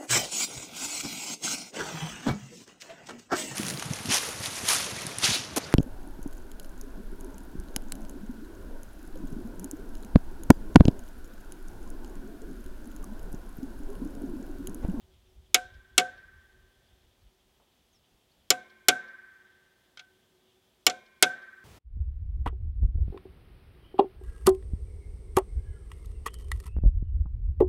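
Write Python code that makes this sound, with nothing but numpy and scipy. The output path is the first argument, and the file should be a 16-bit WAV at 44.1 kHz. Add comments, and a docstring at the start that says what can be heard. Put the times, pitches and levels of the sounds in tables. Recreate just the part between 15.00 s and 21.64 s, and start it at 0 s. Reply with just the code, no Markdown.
"""An open yard in a fading breeze: wind buffets the microphone over a soft hiss, a hum and blurred birdsong; birds chirp.
A hammer drives a steel punch against a cast engine housing: two blows and a rebound. A dull knock comes from far off,
then another pair of blows with a rebound, a light double touch, and a last pair with a rebound.
Each blow is a noise crack plus decaying sines: punch, casting, bolted cover, flywheel and ring gear.
A far wall returns a faint, thin echo; wind, hiss and chatter are filtered noise, the chirps gliding sines."""
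import sys
import numpy as np
from scipy import signal
from scipy.io import wavfile

SR = 44100
rng = np.random.default_rng(int(sys.argv[2]) if len(sys.argv) > 2 else 0)


def transcribe(signal):
    """Save signal, clipped to [-1, 1], as a 16-bit WAV file at the path in sys.argv[1]."""
    frames = np.atleast_2d(signal).T
    limited = np.clip(frames, -1, 1)
    pcm = np.round(limited * 32767).astype(np.int16)
    wavfile.write(sys.argv[1], SR, pcm)


N = 292824

# Contacts of hammer and punch: start_s, crack_db, weight_db_per_octave (below 2 kHz; positive counts as 0),
# contact_cutoff_hz, punch_db, casting_db, cover_db, flywheel_db, ring_gear_db
BLOWS = [(.5443, 0.5, -3, 14000, -13.5, -16.5, -25.5, -51, -68),
         (0.9792, 1, 1, 12000, -24, -17.5, -19.5, -44.5, -66.5),
         (.9970, -22, 0, 9200, -33.5, -31, -62, -59.5, -78),
         (3.5037, -2, 0, 15000, -10.5, -20.5, -25.5, -52, -60),
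         (3.5209, -33.5, 0, 9160, -36, -44, -45.5, -68, -76),
         (3.8844, 3, 0, 15140, -17, -17.5, -24.5, -39.5, -57.5),
         (4.9728, -32.5, -4, 5460, -52.5, -52.5, -65.5, -71, -89.5),
         (4.9931, -29, -5.5, 5450, -53.5, -53.5, -64.5, -72.5, -87),
         (5.8658, -2, 0, 14180, -13, -17.5, -24.5, -56.5, -60.5),
         (5.898, -20, 0, 7000, -31, -41, -55, -64.5, -75),
         (6.2253, 3.5, 0, 12700, -17.5, -18, -23.5, -39.5, -60)]
(BLOW_S, CRACK_DB, WEIGHT_DB_PER_OCTAVE, CONTACT_CUTOFF_HZ,
 PUNCH_DB, CASTING_DB, COVER_DB, FLYWHEEL_DB, RING_GEAR_DB) = np.transpose(BLOWS)


def from_db(db):
    """Decibels to amplitude gain."""
    return 10 ** (np.asarray(db) / 20)


def rms_one(x):
    """Scale to unit power."""
    return x / np.sqrt(np.mean(x ** 2) + 1e-20)


def level_in_time(points):
    """Read a (time_s, level_db) curve at every sample."""
    time_s, level_db = np.transpose(points)
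    return np.interp(np.arange(N) / SR, time_s, level_db)


def at_hz(points, hz, axis=1):
    """Read one column of a table on a log-frequency axis."""
    points = np.array(points)
    return np.interp(np.log(hz), np.log(points[:, 0]), points[:, axis])


def drift(rate_hz):
    """Slow random wandering with rms 1: low-passed noise, drawn every 40 samples."""
    pole = np.exp(-80 * np.pi * rate_hz / SR)
    steps = rng.standard_normal(N // 40 + 2002)
    slow = signal.lfilter([1], [1, -2 * pole, pole * pole], steps)[2000:]  # drop the filter's start
    return np.interp(np.arange(N) / 40, np.arange(len(slow)), rms_one(slow))


def band_pass(x, low_hz, high_hz):
    """Keep what lies between two frequencies."""
    return signal.sosfilt(signal.butter(2, [low_hz, high_hz], "band", fs=SR, output="sos"), x)


def high_pass(x, hz):
    """Roll off the bass below a frequency."""
    return signal.sosfilt(signal.butter(2, hz, "high", fs=SR, output="sos"), x)


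def clicks(times_s, db):
    """One single-sample impulse per contact, scaled by its level."""
    train = np.full(N, 1e-18)  # tiny floor keeps the decays off zero
    train[np.round(np.asarray(times_s) * SR).astype(int)] = from_db(db)
    return train


def fade(train, t60_s):
    """Each click dies away exponentially, by 60 dB in t60_s."""
    return signal.lfilter([1], [1, -from_db(-60 / (t60_s * SR))], train)


def swell(x, seconds):
    """One-pole smoothing delays the build-up."""
    pole = np.exp(-1 / (seconds * SR))
    return signal.lfilter([1 - pole], [1, -pole], x)


def ring(train, hz, t60_s):
    """Two-pole resonance: a unit click starts a decaying sine of height 1."""
    pole, angle = from_db(-60 / (t60_s * SR)), 2 * np.pi * hz / SR
    return signal.lfilter([0, np.sin(angle)], [1, -2 * pole * np.cos(angle), pole * pole], train)


def t60_of_width(width_hz):
    """Decay time of a resonance with this bandwidth."""
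    return np.log(1000) / (np.pi * width_hz)


def bands(lowest_hz, count):
    """Third-octave bands of white noise; neighbours are unrelated."""
    edges_hz = lowest_hz * 2 ** (np.arange(count + 1) / 3)
    white = rng.standard_normal((2, N))
    for k, (low_hz, high_hz) in enumerate(zip(edges_hz, edges_hz[1:])):
        yield np.sqrt(low_hz * high_hz), band_pass(white[k % 2], low_hz, high_hz)


def bed(spectrum, lowest_hz, count, patchy_db, rate_hz):
    """Coloured noise whose bands flicker, partly together; rms 1."""
    together = drift(rate_hz)
    total = np.zeros(N)
    for hz, noise in bands(lowest_hz, count):
        flicker_db = patchy_db * (together + drift(rate_hz))
        total += noise * from_db(at_hz(spectrum, hz) + flicker_db)
    return rms_one(total)


def contact_db(hz):
    """Colour of each blow: a longer contact leaves the treble unexcited, a lighter one the bass."""
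    octaves_below_2k = max(np.log2(2000 / hz), 0)
    bass_db = np.minimum(WEIGHT_DB_PER_OCTAVE, 0) * octaves_below_2k
    treble_db = -10 * np.log10(1 + (hz / CONTACT_CUTOFF_HZ) ** 14)
    return bass_db + treble_db


def struck(modes, blow_db, spread_db, flip=-1):
    """Every blow excites every mode, with chance in strength; flip=-1 alternates the starting sense."""
    luck = rng.standard_normal((len(BLOWS), len(modes)))
    total = np.zeros(N)
    for k, (hz, db, t60_s) in enumerate(modes):
        train = clicks(BLOW_S, blow_db + db + spread_db * luck[:, k])
        total += ring(train * flip ** k, hz, t60_s)
    return total


def struck_short(modes, blow_db, spread_db):
    """Damped modes follow the colour of the contact; neighbours start in opposite sense."""
    total = np.zeros(N)
    for k, (hz, db, t60_s) in enumerate(modes):
        total += struck([(hz, db, t60_s)], blow_db + contact_db(hz), spread_db) * (-1) ** k
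    return total


def haze(low_hz, high_hz, db, t60_s, blow_db):
    """Modes too many to tell apart merge into a dying band of noise."""
    noise = band_pass(rng.standard_normal(N), low_hz, high_hz)
    return rms_one(noise) * fade(clicks(BLOW_S, blow_db + db), t60_s)


def snap():
    """The first instant of steel on steel: a bright noise burst of a few milliseconds."""
    bright = band_pass(rng.standard_normal(N), 4000, 14000)
    train = clicks(BLOW_S, CRACK_DB - 11 + contact_db(8000))
    return bright * fade(train, t60_s=0.0096)


def crack():
    """Countless short modes of the struck steel: noise that swells and dies at its own pace in each band."""
    # Colour of the crack: band_hz, level_db (noise density)
    crack_colour = [(59, -58), (100, -35), (676, -6.5), (970, -21), (1480, -2.5), (1830, -18), (2170, -5.5),
                    (2580, -6.5), (3320, -0.5), (4670, -8.5), (5530, -3.5), (9820, -8.5), (12700, -12.5),
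                    (16000, -25.5)]
    # Quick decay in the struck steel: band_hz, t60_s
    quick_decay = [(150, 0.25), (600, 0.065), (2000, 0.059), (4000, 0.043), (8000, .03), (15000, 0.0092)]
    # Time constant of the build-up: band_hz, build_up_s
    build_up = [(300, 0.003), (2000, 0.0023), (6000, 0.00064), (15000, 0.00017)]
    # Slower tail scattered by the yard: band_hz, level_db (relative to the quick part), t60_s
    yard_tail = [(150, -23.5, 1), (600, -23.5, 0.63), (1980, -26.5, 0.13), (2700, -42, .5),
                 (3500, -39, 0.59), (4500, -44, .5), (8000, -34, .22), (15000, -36.5, .15)]
    total = np.zeros(N)
    for hz, noise in bands(98.2, count=22):
        train = clicks(BLOW_S, CRACK_DB + contact_db(hz) + at_hz(crack_colour, hz))
        quick = fade(train, at_hz(quick_decay, hz))
        slow = from_db(at_hz(yard_tail, hz)) * fade(train, at_hz(yard_tail, hz, axis=2))
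        # bending waves take time to fill the casting
        total += noise * swell(quick + slow, at_hz(build_up, hz))
    return total


def punch():
    """Punch and hammer head ring in short, bright modes."""
    # Short modes of the steel: mode_hz, level_db, t60_s
    punch_modes = [(3990, -6.5, 0.013), (4278, -4.5, 0.024), (5180, -1.5, 0.026), (5805, 0, 0.015),
                   (6500, -3, 0.012), (7080, -2.5, 0.037), (7790, -10, .025), (11340, -8.5, .02),
                   (12600, -6, 0.024)]
    return struck_short(punch_modes, PUNCH_DB, spread_db=1.5)


def casting():
    """The heavy housing thuds in damped modes."""
    # Damped modes of the casting: mode_hz, level_db, t60_s
    casting_modes = [(80, -30, .15), (135, -28, .2), (258, -24, .25), (312, -17, .1), (395, -4, .045),
                     (441, -9, .06), (861, -22, .12), (1164, -12, .08), (1868, -14, .085), (2170, -2, .05),
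                     (2260, -2, .06), (2530, -14, .06), (2830, -8, .05), (3020, -5, .045), (3140, -3, .05),
                     (3385, -3, .05), (3620, -8, .05)]
    return struck_short(casting_modes, CASTING_DB, spread_db=3.0)


def cover():
    """A cover on the casting, driven through its bolts: each mode rises before it fades."""
    # Modes of the bolted cover: mode_hz, level_db, t60_s
    cover_modes = [(517, -13, .26), (733, 0, .21)]
    swell_s = .008  # time constant of the shaking that drives it
    total = np.zeros(N)
    for hz, db, t60_s in cover_modes:
        shaking = ring(clicks(BLOW_S, COVER_DB + db), hz, np.log(1000) * swell_s)
        total += ring(shaking, hz, t60_s) * 2 / (swell_s * SR)  # offsets the gain of the second resonance
    return total


def flywheel():
    """Long modes in close pairs beat against each other, with a few damped ones and a faint haze."""
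    # Modes of the flywheel: mode_hz, level_db, t60_s
    flywheel_modes = [(738, -33, 2.0), (1167, -28, 2.0), (1178, -26, 2.0), (1319, -24, 2.0),
                      (1347, -21, 1.0), (1360, -21, 1.3), (1392, -21, 1.3), (1500, -21, 2.0),
                      (1529.6, -3, 1.45), (1552.3, -2, 1.6), (1571.4, -8, 1.5), (1591, -18, 2.0),
                      (1631, -27, 1.3), (1660, -14, 1.9), (1670, -23, 2.0), (1759, -26, 2.0),
                      (1778, -20, 2.3), (1787, -20, 1.3), (1800, -26, 2.5), (1894, -21, 2.4),
                      (1907, -21, 2.0), (1930, -29, 1.3), (2061, -28, 3.0), (1434, 14, .14),
                      (1495, 20, .04)]
    lines = struck(flywheel_modes, FLYWHEEL_DB, spread_db=2.0, flip=1)
    return lines + haze(1001.5, 2201, db=-21.5, t60_s=2.08, blow_db=FLYWHEEL_DB)


def flywheel_rim():
    """Two close modes start in opposite sense, so the ring blooms and throbs."""
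    # Modes at the rim: mode_hz, level_db, t60_s
    rim_modes = [(1527.4, 11, .45), (1558.5, 11, .42)]
    return struck(rim_modes, FLYWHEEL_DB, spread_db=1.0)


def ring_gear():
    """Long modes of the ring gear over a shorter haze of crowded ones."""
    # Modes of the ring gear: mode_hz, level_db, t60_s
    gear_modes = [(218, -4, 1.1), (367, -2, 2.2), (1032, -3, 1.3), (1041, -3, 1.0), (1057, -6, 1.5),
                  (1132, -16, 1.6), (2088, -8, 1.5), (2099, -13, 2.0), (2108, -14, 1.8), (2152, -12, 1.0),
                  (2178, 1, 1.1), (2194, -2, 1.4), (2259, -17, 1.8), (2329, -6, 1.3), (2394, -4, 1.8),
                  (2412, -18, 1.8), (2426, -18, 1.8)]
    lines = struck(gear_modes, RING_GEAR_DB, spread_db=2.0)
    return lines + haze(1949.5, 2499.5, db=-7, t60_s=0.5, blow_db=RING_GEAR_DB)


def hammer_blows():
    """All the struck parts together, without the deepest bass."""
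    blows = snap() + crack() + punch() + casting() + cover()
    blows += flywheel() + flywheel_rim() + ring_gear()
    return high_pass(blows, 70)  # steel this size radiates little below


def wall_echo(x):
    """One late, thin reflection from a far wall, smeared by its uneven surface."""
    delay_s, echo_db, smear_t60_s = .194, -46.5, .035
    thin = band_pass(x, 3300, 5000)
    t = np.arange(round(smear_t60_s * SR)) / SR
    smear = rng.standard_normal(len(t)) * from_db(-60 * t / smear_t60_s)
    smeared = signal.fftconvolve(thin, smear / np.linalg.norm(smear))
    return from_db(echo_db) * np.r_[np.zeros(round(delay_s * SR)), smeared][:N]


def wind():
    """Low rumble of a fading breeze at the microphone: flickering noise with a few stronger thumps."""
    # Level of the breeze: time_s, level_db
    breeze = [(0, -56), (.45, -60), (1.5, -63.5), (2.4, -74.5), (3.4, -80.5), (4.2, -90), (5.6, -92),
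              (6.64, -84)]
    # Colour of the rumble: band_hz, level_db (relative noise density)
    rumble_colour = [(12, -35), (20, -1.5), (64, 3.5), (163, -17), (231, -34), (259, -32), (300, -35),
                     (390, -65), (660, -120)]
    # Single thumps of air on the microphone: centre_s, level_db
    buffets = [(.76, -48), (1.62, -58), (2.07, -59.5), (2.24, -58), (2.55, -75), (3.01, -73), (3.14, -66.5),
               (3.41, -72)]
    half_width_s = .03  # of a thump
    t = np.arange(N) / SR
    power = from_db(level_in_time(breeze)) ** 2
    for centre_s, db in buffets:
        power += from_db(db) ** 2 * np.exp(-((t - centre_s) / half_width_s) ** 2)
    return np.sqrt(power) * bed(rumble_colour, 20, count=11, patchy_db=3.0, rate_hz=9.0)


def birds():
    """Short whistles slide faster at first; each swells and fades, with fluttering level and blurred pitch."""
    # Chirps: start_s, length_s, from_hz, to_hz, level_db
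    chirps = [(.26, 0.074, 6350, 4800, -82), (1.855, .03, 3540, 4900, -80), (2.005, .03, 3094, 4600, -78),
              (2.208, .03, 3300, 4650, -78), (2.923, .065, 6990, 4860, -70), (3.30, .033, 3400, 4900, -76)]
    flutter = from_db(4.0 * drift(40.0))
    blur_hz = 120 * drift(80.0)
    total = np.zeros(N)
    for start_s, length_s, from_hz, to_hz, db in chirps:
        done = np.clip((np.arange(N) / SR - start_s) / length_s, 0, 1)
        hz = from_hz + (to_hz - from_hz) * done ** .7 + blur_hz
        whistle = np.sin(2 * np.pi * np.cumsum(hz) / SR)
        total += np.sqrt(2) * from_db(db) * np.sin(np.pi * done) * whistle
    return total * flutter


def far_knock():
    """A dull knock far off: a short puff of low-mid noise."""
    # Knocks: start_s, level_db (at the onset)
    knocks = [(2.599, -66)]
    start_s, db = np.transpose(knocks)
    dull = band_pass(rng.standard_normal(N), 450, 950)
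    return rms_one(dull) * fade(clicks(start_s, db), t60_s=0.26)


def chatter():
    """Distant birdsong blurred into a band: flickering noise, twice through a broad resonance."""
    centre_hz, t60_s = 3350, t60_of_width(1000)
    band = ring(ring(rng.standard_normal(N), centre_hz, t60_s), centre_hz, t60_s)
    return from_db(-77 + 2 * drift(15.0)) * rms_one(band)


def hum():
    """Noise through one narrow resonance: a low tone that wavers, comes and goes."""
    # Level of the tone: time_s, level_db
    hum_level = [(0, -74), (.5, -72.5), (2.4, -78), (2.8, -85.5), (5.0, -79), (5.2, -71), (5.8, -78),
                 (6.64, -75.5)]
    tone = ring(rng.standard_normal(N), 372.6, t60_of_width(6.1))
    return from_db(level_in_time(hum_level)) * rms_one(tone)


def steady_hiss():
    """A soft hiss: nearly steady coloured noise."""
    # Colour of the hiss: band_hz, level_db (relative noise density)
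    hiss_colour = [(40, -4.5), (80, -3), (140, -6.5), (230, -4), (300, -9), (700, -9.5), (1200, -16.5),
                   (2000, -18), (3400, -18), (5000, -19), (7000, -22.5), (14000, -26), (16000, -26)]
    return from_db(-70.5) * bed(hiss_colour, 40, count=26, patchy_db=.3, rate_hz=6.0)


def scene():
    """Blows with their echo over wind, hiss and small yard sounds."""
    blows = hammer_blows()
    small_sounds = birds() + far_knock() + chatter() + hum()
    mix = blows + wall_echo(blows) + wind() + small_sounds + steady_hiss()
    return mix[None]  # one channel


def record(dry):
    """The loudest peaks are rounded, the deepest bass rolls off, the top is cut."""
    rounded = 1.5 * np.tanh(dry / 1.5)
    x = high_pass(rounded, 30)
    # 50 dB down from 16.6 kHz upward
    return signal.sosfilt(signal.cheby2(12, 50, 16600, fs=SR, output="sos"), x)


dry = scene()
out = record(dry)
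transcribe(out)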